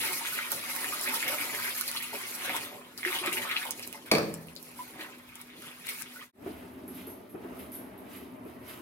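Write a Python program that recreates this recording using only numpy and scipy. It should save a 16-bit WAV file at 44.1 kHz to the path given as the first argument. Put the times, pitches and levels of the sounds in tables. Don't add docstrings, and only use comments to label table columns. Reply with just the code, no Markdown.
import sys
import numpy as np
from scipy import signal
from scipy.fft import rfft, irfft, next_fast_len
from scipy.io import wavfile
from scipy.ndimage import uniform_filter1d

SR = 44100
rng = np.random.default_rng(int(sys.argv[2]) if len(sys.argv) > 2 else 0)


def bounce(signal):
    frames = np.transpose(np.atleast_2d(signal))
    limited = np.clip(frames, -1, 1)
    pcm = np.round(limited * 32767).astype(np.int16)
    wavfile.write(sys.argv[1], SR, pcm)


N = 388604


# pitch_hz, level_db
GURGLE_COLOUR = [(500, -83), (900, -13.5), (1300, -5.5), (1800, -4.5), (2200, 1.5), (2700, -2.5),
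                 (3600, -3), (5000, -16.5), (7000, -67)]
SPRAY_COLOUR = [(2500, -90), (4000, -6), (5500, -7), (7000, -7.5), (8500, -7), (10300, 1.5), (11200, -4),
                (11900, 4), (13500, -6.5), (15500, -7.5)]
SLOSH_COLOUR = [(50, -71), (100, -8.5), (170, -15), (240, -9), (330, 3), (450, 0), (600, 3.5), (800, 2),
                (1200, 9.5)]
# time_s, gurgle_db, spray_db, slosh_db
WATER_FLOW = [(0, -46.5, -41, -53), (.3, -42, -43.5, -58.5), (.46, -45, -46, -58), (.64, -46, -45.5, -56),
              (.9, -44, -41.5, -52), (1.3, -39.5, -40.5, -47), (1.6, -44.5, -45, -50.5),
              (1.8, -49, -45.5, -60.5), (2.08, -52, -54, -69), (2.3, -51, -44, -59),
              (2.55, -47.5, -47, -66), (2.76, -55.5, -63.5, -49.5), (2.96, -67, -65.5, -70.5),
              (3.07, -44, -49.5, -54), (3.45, -41.5, -47.5, -50.5), (3.6, -43, -47.5, -58),
              (3.68, -52, -49.5, -53), (3.9, -61.5, -55, -72.5), (4.1, -67, -72, -69.5),
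              (4.7, -64.5, -58.5, -65), (5.3, -58.5, -65, -77), (6.32, -58, -62.5, -82)]
# peak_s, rise_s, fall_s, gurgle_db, spray_db, slosh_db
SPLASH_EVENTS = [(.06, 0.5, 0.23, -38, -37.5, -49), (.25, 0, 0.15, -42.5, -39, -67),
                 (.39, 0.07, -0.02, -34, -46, -47.5), (.52, 0.03, 0.07, -40, -36, -45),
                 (.7, 0.04, 0.3, -57, -41, -59), (.85, 0.13, 0, -37.5, -42, -47),
                 (1.1, 0.07, 0, -37.5, -35, -43.5), (1.28, 0, 0.03, -34.5, -32, -50),
                 (1.55, 0.2, 1, -45.5, -51, -63), (1.68, 0.05, 0, -39.5, -41.5, -70),
                 (1.818, 1.06, 0, -44, -41.5, -63), (1.881, 0.012, 0.05, -56, -37.5, -59),
                 (1.97, 0.25, 0.08, -45.5, -42, -71.5), (2.027, 0.008, 0.09, -44, -40, -71),
                 (2.135, -0.26, 0.08, -45.5, -42, -43.5), (2.24, 0.8, 0.18, -45.5, -48, -58),
                 (2.46, 0.17, 0.15, -37, -51, -48), (2.496, 0.006, 0.17, -40, -60, -42),
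                 (2.565, 0.1, 0.23, -42.5, -42.5, -49.5), (2.979, -0.17, 0.1, -51, -45.5, -70),
                 (3.05, 0.005, 0.26, -44, -43, -54), (3.15, 0.18, 0.18, -41, -44.5, -65),
                 (3.26, 0.05, 0.13, -41.5, -44, -43.5), (3.33, -0.07, 0.15, -52, -39.5, -49.5),
                 (3.514, -0.1, 0.1, -51, -48, -61), (3.567, -0.2, 0.13, -45, -54, -68),
                 (3.654, 0.3, 0, -58, -70, -58), (3.795, 0.1, 0.26, -53, -69, -54),
                 (3.93, -0.4, 0.16, -54, -52, -53.5), (4.06, -0.17, 0.08, -49, -53, -64),
                 (4.34, 0.7, 0.15, -67, -58.5, -62), (4.49, -0.1, 0.07, -54, -63, -66),
                 (4.8, 0.16, 0.26, -54.5, -53, -62), (5.015, 0.14, 0.16, -47, -55, -48.5),
                 (5.2, -0.7, -0.4, -55, -73, -77), (5.42, 0.2, 0, -59, -58.5, -80),
                 (5.63, 0.1, 0.3, -56, -55, -71), (5.67, 0.03, 0.1, -51, -53, -60),
                 (5.85, 0.07, -0.1, -51, -62, -68), (5.869, 0.04, -0.02, -48, -44, -73),
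                 (5.891, 0.01, 0.1, -41, -40, -79), (6.023, 0.22, -0.03, -52, -45.5, -75),
                 (6.16, 0.6, 0.5, -57.5, -56.5, -68)]
# start_s, level_db, pitch_hz, length_s
BUBBLE_SWARMS = [(0.002, -30, 2170, 0.031), (0.321, -36, 1400, 0.039), (0.388, -37.5, 1310, 0.035),
                 (0.843, -35, 1920, .02), (1.058, -31, 1930, 0.065), (1.135, -42, 1110, .03),
                 (1.222, -34, 2170, 0.022), (1.267, -30, 2060, .05), (1.29, -64, 600, .05),
                 (1.384, -36.5, 2160, 0.036), (1.527, -37.5, 1960, 0.037), (1.546, -34, 2000, 0.013),
                 (1.39, -38, 2170, .012), (1.32, -34, 1300, .03), (1.68, -34, 2070, .03),
                 (1.81, -41.5, 1310, .02), (1.951, -41.5, 1100, .015), (1.964, -26.5, 3320, 0.025),
                 (2.032, -34.5, 2120, 0.019), (2.235, -37, 2000, 0.029), (2.486, -37, 2190, 0.054),
                 (2.561, -44, 1090, 0.022), (2.131, -47.5, 594, 0.036), (2.452, -46, 506, .1),
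                 (3.049, -29, 1730, .035), (3.103, -40, 1110, 0.024), (3.12, -39, 1970, 0.033),
                 (3.148, -29.5, 3180, 0.047), (3.228, -38, 1200, .02), (3.236, -35, 1010, .03),
                 (3.237, -31, 2100, .012), (3.267, -32, 2140, .012), (3.27, -35, 1240, .05),
                 (3.513, -36, 1360, 0.036), (3.47, -42, 1410, .02), (3.322, -29, 2430, 0.025),
                 (3.369, -30, 2280, 0.013), (3.453, -37.5, 1160, 0.029), (3.493, -30, 2270, 0.032),
                 (3.513, -26, 3300, 0.026), (3.563, -27.5, 3450, 0.024), (3.613, -37, 1540, 0.028),
                 (3.652, -39.5, 860, 0.043), (3.673, -40, 2760, 0.014), (3.802, -53, 2480, 0.014),
                 (3.828, -40, 2500, 0.019), (3.83, -37, 4600, .008), (3.927, -48, 2650, .02),
                 (3.944, -45, 790, 0.04), (4.053, -53.5, 2200, .03), (4.08, -57, 1080, .025),
                 (4.992, -42, 1790, 0.024), (5.008, -41, 2240, 0.048), (5.01, -38.5, 3520, .012),
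                 (5.044, -41.5, 1710, 0.036), (5.637, -49, 1160, .05), (5.66, -48, 2310, .04),
                 (5.675, -49, 1150, 0.032), (5.868, -41, 2140, .02), (5.923, -48, 2300, 0.036),
                 (5.851, -44, 2190, 0.028), (5.881, -39, 2560, 0.034), (5.881, -34.5, 3400, 0.013),
                 (6.198, -44, 1910, .05)]
# start_s, smack_db, body_db, body_hz, pan_db
SINGLE_DROPS = [(0.389, -36, -36, 1440, -3), (0.518, -14.5, -46, 1380, -3), (0.7625, -22, -40.5, 1760, -9),
                (0.8437, -52, -33, 1940, 1), (1.012, -19.5, -61, 1870, -1), (1.139, -41, -38, 1110, 0.0),
                (1.2278, -40, -27, 2130, 2), (1.2844, -31, -33, 2130, -6), (1.385, -43, -31.5, 2180, 2),
                (1.4117, -42, -30.5, 2270, 2), (1.5487, -28, -36, 1970, -9), (1.81, -16.5, -47, 1350, -8),
                (1.879, -32, -28, 4380, -0.5), (1.914, -20.5, -52, 1610, -1.5),
                (2.025, -27.5, -38, 2480, -9), (2.4945, -37, -27.5, 2200, -2),
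                (2.5643, -20.5, -42, 2070, 2), (2.9771, -33, -37, 4800, 5), (3.0308, -48, -30, 2110, -2.5),
                (3.0498, -47, -27.5, 1880, -2), (3.105, -36, -39, 1170, -4), (3.1283, -38, -29.5, 2200, 5),
                (3.187, -35, -31.5, 3050, 3), (3.261, -22, -36, 3100, 7), (3.328, -21.5, -36, 2420, 11),
                (3.3742, -47, -29.5, 2210, -1), (3.4505, -36, -40, 1190, 5), (3.513, -30, -27.5, 2020, 4),
                (3.566, -43, -22.5, 2600, 4.5), (3.653, -26, -43, 990, 2), (3.708, -17.5, -28.5, 6300, -5),
                (3.795, -29, -41, 2500, -2), (3.8265, -30, -39.5, 5200, -3), (3.836, -53, -38, 4380, -4),
                (3.8748, -27, -49, 2490, -5.5), (3.927, -29.5, -45, 2640, -11.5),
                (4.34, -23.5, -51.5, 1179, 3), (4.471, -42.5, -68.5, 1330, -16),
                (4.4848, -56, -46, 2700, 5), (4.553, -39, -67, 2050, -8), (4.5632, -38, -38, 4400, 9),
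                (4.627, -35, -67, 1040, -12), (5.3552, -31.5, -64, 2090, 2), (5.414, -30, -64, 1870, 0.5),
                (5.6202, -36, -53, 2020, -4), (5.869, -33, -47, 2010, 18), (5.889, -27, -34, 2280, 6),
                (6.021, -29.5, -52, 2420, 18), (6.1595, -38, -55, 1430, 5)]
# start_s, level_db, start_pitch_hz, t60_s
LARGE_BUBBLES = [(0.089, -38, 351, 0.13), (1.295, -28.5, 562, 0.12), (1.339, -36, 596, 0.075),
                 (2.129, -30, 895, 0.061), (3.06, -27.5, 349, 0.15), (3.148, -39.5, 370, 0.074),
                 (3.212, -32, 350, 0.11), (3.277, -21.5, 336, 0.053), (3.339, -33.5, 352, 0.12),
                 (4.789, -30, 970, 0.077), (4.8, -28, 966, 0.04), (4.99, -33.5, 308, 0.051),
                 (6.158, -35, 1440, 0.045), (6.166, -38, 1406, 0.055)]
# start_s, crack_db, thump_db, ring_db
POT_LANDINGS = [(4.1149, -17.5, -14, -47), (4.1176, -20, -7.5, -36), (4.125, -29, -14, -48),
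                (4.1364, -30, -8, -43.5), (4.151, -24, -11, -48), (4.1599, -32, -11.5, -52),
                (4.171, -35.5, -14, -56.5), (4.183, -30, -8.5, -51.5), (4.2304, -41, -15, -51.5)]
# pitch_hz, level_db, t60_s
POT_TONES = [(113.5, -7, .5), (163.5, -3.5, 1), (210, 0, .4), (226, -2.5, .4), (267, 1, 0.29),
             (298, -7, 0.44), (320, 1.5, 0.35), (374, -8.5, 0.56), (437, 5.5, 0.44), (460, 3.5, 0.55),
             (495, -0.5, .5), (532, 3, .45), (546, -0.5, 0.46), (586, 5, 0.4), (642, 3, .4),
             (700, -3.5, .3), (840, -3.5, 0.3), (903, -8, 0.27), (1010, -7, 0.2), (1166, -4, .3),
             (1287, -2.5, .3)]
# pitch_hz, level_db (per Hz)
CRACK_COLOUR = [(180, -25), (400, -9), (1220, -7), (1440, -17), (1720, -8.5), (1950, -10), (2210, 1.5),
                (2520, 1.5), (2900, -14), (3630, -7.5), (4000, -8.5), (4620, -3), (5000, -10), (6000, -9.5),
                (7140, -20.5), (9500, -15.5), (11900, -13), (15500, -27)]
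COUNTER_COLOUR = [(60, -41), (110, -14), (165, -2), (215, -8), (320, 2), (450, -3), (620, 2), (740, -4),
                  (1270, -7.5), (1450, -16), (1750, -4), (2500, -24.5), (5000, -26)]
# pitch_hz, level_db (per Hz)
ROAR_COLOUR = [(24, -61.5), (40, -34), (65, -20), (82, -12), (98, -17), (118, -10.5), (150, -22), (192, -6),
               (220, -10.5), (256, 2), (285, -8), (305, -5.5), (335, -13), (362, -6.5), (400, -9),
               (440, -12.5), (520, -20.5), (600, -11.5), (670, -13), (760, -22), (832, -17.5), (1240, -24),
               (1430, -26), (2090, -27.5), (3000, -38), (3900, -59), (6600, -120)]
RUB_COLOUR = [(710, -32), (1200, -5), (1620, -10), (2090, -3), (3650, -6.5), (4020, -8), (4930, -10.5),
              (5370, -11.5), (7250, -13.5), (11900, 1), (15500, -5.5)]
BUMP_COLOUR = [(35, -49), (60, -23), (260, -7.5), (396, 3), (542, -19), (674, -9), (921, -22),
               (1180, -18.5), (1890, -26), (2040, -39), (2500, -24), (3250, -53), (5500, -120)]
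# time_s, level_db
ROAR_LOUDNESS = [(6.316, -50), (6.43, -44.5), (6.5, -46), (6.7, -49.5), (7.1, -48), (7.32, -53.5),
                 (7.36, -48.5), (7.52, -44), (7.7, -47.5), (8.15, -47), (8.3, -49.5), (8.81, -47.5)]
# peak_s, rise_s, fall_s, level_db
HAND_RUBS = [(6.48, .12, .6, -59), (6.99, .15, .25, -56), (7.45, .1, .12, -63), (7.6, .15, .22, -57),
             (7.75, .1, .35, -63), (8.15, .12, .2, -54), (8.48, .08, .25, -65), (8.7, .09, .22, -51)]
# start_s, level_db
SOFT_BUMPS = [(6.46, -28), (6.62, -32.5), (6.879, -37.5), (7.069, -37.5), (7.344, -30.5), (7.439, -33.5),
              (8.45, -36)]
# start_s, level_db
METAL_CHINKS = [(6.879, -44), (6.9457, -45.5), (7.069, -44), (7.0975, -51), (7.295, -51.5), (7.5915, -46.5),
                (7.719, -42), (7.728, -47), (7.738, -44), (7.979, -53), (8.1655, -47), (8.451, -57),
                (8.6794, -48)]
# pitch_hz, width_hz, level_db
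CHINK_BANDS = [(9330, 460, -1), (10050, 600, 8.5), (11600, 420, 16), (12240, 440, 9), (13600, 900, 1)]
# pitch_hz, level_db (per Hz)
BACKGROUND_COLOUR = [(20, -26), (60, -12.5), (180, -6), (300, -4), (600, -10.5), (2200, -23.5), (4500, -24),
                     (7000, -29), (11500, -32), (15500, -32)]
# pitch_hz, likeness (0 to 1, no unit)
LEFT_RIGHT_LIKENESS = [(60, 0.78), (180, 0.88), (350, 0.96), (600, 0.082), (1400, 0), (3000, 0.075),
                       (15000, 0)]
# pitch_hz, t60_s
KITCHEN_ECHO = [(100, 0.98), (400, 0.4), (1500, 0.43), (5000, 0.43), (15000, 0.097)]
# pitch_hz, left_minus_right_db
PORT_DIFFERENCE = [(60, 0), (300, 1), (1000, -1), (2400, -0.5), (5000, 3), (8000, 2.5), (14000, -4)]

PATCHY_DB = 3
LAG_SAMPLES = 5
CUT_S, SILENT_S, FADE_OUT_S, FADE_IN_S = 6.316, 0.01, 0.081, 0.15


def water():
    gurgling, spraying, sloshing = (
        np.hypot(level(WATER_FLOW, axis=k) * flutter(), swells(SPLASH_EVENTS, axis=k + 2))
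        for k in range(1, 4))
    gurgle = coloured(bubbles(726, 4950, per_s=1800, cycles=6.8, spread_db=3.7), GURGLE_COLOUR) * gurgling
    spray = coloured(bubbles(2624, 12030, per_s=2500, cycles=22.0, spread_db=3.5), SPRAY_COLOUR) * spraying
    slosh = coloured(bubbles(112.4, 1010, per_s=600, cycles=6.4, spread_db=0.84), SLOSH_COLOUR) * sloshing
    glugs = evened(bubbles(851, 2807, per_s=90, cycles=16.0, spread_db=3.6, count=14)) * gurgling
    wet = gain_of(-3.5) * gurgle + gain_of(-6.0) * spray + gain_of(-2.5) * slosh + gain_of(-11.5) * glugs

    t = np.arange(N) / SR
    shares = [np.sin(np.pi * (1.7 * t + k / 3)) ** 2 / 1.5 for k in range(3)]
    near = sum(kitchen(wet * share, 0.091, shorter=0.23) for share in shares)

    froth = gain_of(-10) * hiss(GURGLE_COLOUR, PATCHY_DB) * gurgling
    mist = gain_of(0.5) * hiss(SPRAY_COLOUR, PATCHY_DB) * spraying * flutter()
    return near + froth + mist


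def swarms():
    out, t = np.zeros(N), np.arange(1500) / SR
    for (s, db, hz, length), draws in zip(BUBBLE_SWARMS, rng.random((len(BUBBLE_SWARMS), 6, 3))):
        for when, pitch, size in draws:
            u = t * hz * (1 + 0.16 * (2 * pitch - 1))
            blip = np.sin(2 * np.pi * u * (1 + 0.018 * u)) * np.exp(-2 * u / 8) * np.minimum(u, 1)
            add(out, s + length * when ** 2, gain_of(db + 7 - 9.4 * size - 5.5 * when) * blip)
    return kitchen(out, -6, shorter=0.2)


def drops():
    smack_s, body_cycles = 0.00079, 1.286
    smacks, bodies, t = np.zeros((2, N)), np.zeros((2, N)), np.arange(900) / SR
    noises = rng.standard_normal((len(SINGLE_DROPS), 900))
    for (s, smack_db, body_db, hz, pan_db), noise in zip(SINGLE_DROPS, noises):
        side = gain_of([[pan_db / 2], [-pan_db / 2]])
        burst = t / smack_s * np.exp(-t / smack_s) + 0.051 * np.exp(-t / 0.0053)
        add(smacks, s, side * gain_of(smack_db + 3.5) * noise * burst)
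        tone = np.sin(2 * np.pi * hz * t) + 0.31 * np.sin(2 * np.pi * 1.537 * hz * t)
        add(bodies, s, side * gain_of(body_db + 11.0) * tone * t * hz * np.exp(-t * hz / body_cycles))
    treble = signal.butter(1, [9000, 15800], "band", fs=SR, output="sos")
    return kitchen(signal.sosfilt(treble, smacks) + bodies, -5, shorter=0.26)


def plops():
    out, t = np.zeros(N), np.arange(SR // 3) / SR
    for s, db, hz, t60 in LARGE_BUBBLES:
        tone = np.sin(2 * np.pi * hz * t * (1 + 0.98 * t))
        soft_start = np.minimum(t / 0.0045, 1)
        add(out, s, gain_of(db - 4.0 - 60 * t / t60) * soft_start * tone)
    return kitchen(out, -8, shorter=0.5)


def knock():
    thumps, cracks, rings, t = np.zeros(N), np.zeros(N), np.zeros(N), np.arange(1200) / SR
    u = t / 0.00036
    push = u * (1 - u / 2) * np.exp(-u)
    for s, crack_db, thump_db, ring_db in POT_LANDINGS:
        add(cracks, s, gain_of(crack_db) * rng.standard_normal(len(t)) * np.exp(-t / 0.004))
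        add(thumps, s, gain_of(thump_db + 1.5) * push)
        add(rings, s, gain_of(ring_db) * ring(POT_TONES, 1.2))

    boom_db, boom_t60_s = -25.5, 0.56
    since = np.arange(N) / SR - POT_LANDINGS[0][0]
    dying = gain_of(boom_db - 60 * abs(since) / boom_t60_s) * np.clip(since / 0.008, 0, 1)
    boom = hiss(COUNTER_COLOUR, 4.3) * dying

    thumps = signal.sosfilt(signal.butter(3, 100, "high", fs=SR, output="sos"), thumps)
    cracks = gain_of(-49.5) * coloured(cracks, CRACK_COLOUR)
    return boom + kitchen(thumps, -4) + kitchen(rings, -8) + kitchen(cracks, -8, shorter=0.97)


def stove():
    return roar() + rubbing() + bumps() + chinks()


def roar():
    return hiss(ROAR_COLOUR, 1.8, size=2048) * level(ROAR_LOUDNESS, axis=1)


def rubbing():
    slips = bubbles(1150, 13500, per_s=3000, cycles=1.6, spread_db=2.2)
    grit = kitchen(coloured(slips, RUB_COLOUR), -0.74, lag=0, shorter=0.17)
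    swish = gain_of(-1.0) * hiss(RUB_COLOUR, PATCHY_DB) + gain_of(-2) * grit
    loudness = np.hypot(swells(HAND_RUBS, axis=3), gain_of(-70))
    return swish * loudness * (np.arange(N) > CUT_S * SR)


def bumps():
    loudness, t = np.zeros(N), np.arange(SR // 4) / SR
    for s, db in SOFT_BUMPS:
        add(loudness, s, gain_of(db - 8.5 - 60 * t / 0.21) * np.minimum(t / 0.0051, 1))
    return hiss(BUMP_COLOUR, 1.5) * loudness


def chinks():
    loudness, t = np.zeros(N), np.arange(SR // 4) / SR
    for s, db in METAL_CHINKS:
        add(loudness, s, gain_of(db - 13.5 - 60 * t / 0.32) + gain_of(db - 5.0 - 60 * t / 0.023))
    hz = np.geomspace(4000, 15500, 400)
    bands = sum(gain_of(db) / (1 + (2 * (hz - f) / width) ** 4) for f, width, db in CHINK_BANDS)
    colour = np.transpose([hz, 20 * np.log10(bands + gain_of(-16))])
    rattle = coloured(rng.standard_normal(N), colour)
    return kitchen(loudness * rattle, 5.9, lag=0)


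def hum():
    waver = evened(uniform_filter1d(rng.standard_normal((2, N)), size=3000, axis=1))
    pitch_hz = 246.2 + 1.18 * waver[0]
    tone = np.sin(2 * np.pi * np.cumsum(pitch_hz) / SR) * gain_of(-59 + 2.0 * waver[1])
    background = gain_of(-59) * hiss(BACKGROUND_COLOUR, PATCHY_DB, size=1024)
    return (tone + background) * (np.arange(N) < CUT_S * SR)


def bubbles(lo_hz, hi_hz, per_s, cycles, spread_db, count=24):
    loudness = gain_of(spread_db * np.minimum(rng.exponential(1, N), 5))
    starts = loudness * (rng.random(N) < per_s / SR)
    kind, out = rng.integers(0, count, N), np.zeros(N)
    for k, hz in enumerate(np.geomspace(lo_hz, hi_hz, count)):
        u = np.arange(int(3 * cycles * SR / hz)) * hz / SR
        blip = np.sin(2 * np.pi * u * (1 + 0.00553 * u)) * np.exp(-2 * u / cycles) * np.minimum(u, 1)
        out += signal.oaconvolve(starts * (kind == k), blip / np.linalg.norm(blip))[:N]
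    return out


def hiss(spectrum, patchy_db, size=512):
    frames, hz = 4 * N // size + 5, np.fft.rfftfreq(size, 1 / SR)
    a, b, c, d, patches = rng.standard_normal((frames, len(hz), 5)).T
    patches = uniform_filter1d(uniform_filter1d(patches, size=8, axis=0), size=16, axis=1)
    z = alike(a + 1j * b, c + 1j * d, hz) * gain_of(patchy_db * evened(patches))
    noise = signal.istft(z, nperseg=size, noverlap=size * 3 // 4)[1][:, :N]
    return coloured(noise, spectrum)


def ring(modes, seconds):
    t = np.arange(int(seconds * SR)) / SR
    return sum(gain_of(db - 60 * t / t60) * np.sin(2 * np.pi * (hz * t + rng.random()))
               for hz, db, t60 in modes)


def flutter():
    t = np.arange(0, N / SR + .01, .002)
    wobble = sum(np.sin(2 * np.pi * (f * t + rng.random())) / f ** 0.53 for f in np.geomspace(4, 59.95, num=40))
    return gain_of(1.77 * np.interp(np.arange(N) / SR, t, evened(wobble)))


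def swells(events, axis):
    t, power = np.arange(0, N / SR + .01, .002), 0
    for row in events:
        peak_s, rise_s, fall_s = row[0], max(row[1], .003), max(row[2], .003)
        steps = np.maximum((peak_s - t) / rise_s, (t - peak_s) / fall_s)
        power = power + gain_of(row[axis] - 20 * steps) ** 2
    return np.interp(np.arange(N) / SR, t, np.sqrt(power))


def kitchen(x, wet_db, lag=LAG_SAMPLES, shorter=1):
    taps = np.zeros((2, SR))
    at = np.arange(200, SR - 20, 20) + rng.integers(0, 20, (2, (SR - 201) // 20))
    np.put_along_axis(taps, at, rng.choice([-1., 1.], at.shape), 1)
    hz, t, (a, b) = signal.stft(taps, SR, nperseg=256)
    t60 = shorter * read(KITCHEN_ECHO, hz)[:, None]
    tail = signal.istft(alike(a, b, hz) * gain_of(-60 * t / t60), SR, nperseg=256)[1]
    tail = tail / np.linalg.norm(tail, axis=1, keepdims=True)
    direct = x * np.ones((2, 1))
    wet = signal.fftconvolve(direct, tail, axes=1)[:, :N]
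    return np.array([direct[0], np.roll(direct[1], lag)]) + gain_of(wet_db) * wet


def alike(left, other, hz):
    same = np.clip(read(LEFT_RIGHT_LIKENESS, hz), -1, 1)[:, None]
    return np.array([left, same * left + np.sqrt(1 - same ** 2) * other])


def coloured(x, spectrum):
    size = next_fast_len(N)
    gain = gain_of(read(spectrum, np.fft.rfftfreq(size, 1 / SR)))
    return evened(irfft(rfft(x, size) * gain, size)[..., :N])


def level(table, axis):
    rows = np.array(table)
    return gain_of(np.interp(np.arange(N) / SR, rows[:, 0], rows[:, axis], -120, -120))


def read(points, hz):
    f, value = np.transpose(points)
    return np.interp(np.log(hz + 1), np.log(f + 1), value)


def add(mix, s, sound):
    part = mix[..., round(s * SR):][..., :sound.shape[-1]]
    part += sound[..., :part.shape[-1]]


def gain_of(db):
    return 10 ** (np.asarray(db) / 20)


def evened(x):
    return x / np.sqrt(np.mean(x ** 2) + 1e-20)


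def scene():
    return water() + swarms() + drops() + plops() + knock() + stove() + hum()


def record(dry):
    size = next_fast_len(N)
    hz = np.fft.rfftfreq(size, 1 / SR)
    tilt = gain_of(np.outer([.5, -.5], read(PORT_DIFFERENCE, hz)))
    tilt = tilt * np.minimum(hz / 50, 1) ** 0.73
    heard = irfft(rfft(dry, size) * tilt, size)[:, :N] * gain_of(2.5)
    away = np.arange(N) / SR - CUT_S
    fade = np.clip(np.maximum(-away / FADE_OUT_S, (away - SILENT_S) / FADE_IN_S), 0, 1) ** 1.25
    treble_limit = signal.firwin(511, 15900, window=("kaiser", 9), fs=SR)
    return signal.oaconvolve(heard * fade, treble_limit[None], "same")


dry = scene()
out = record(dry)
bounce(out)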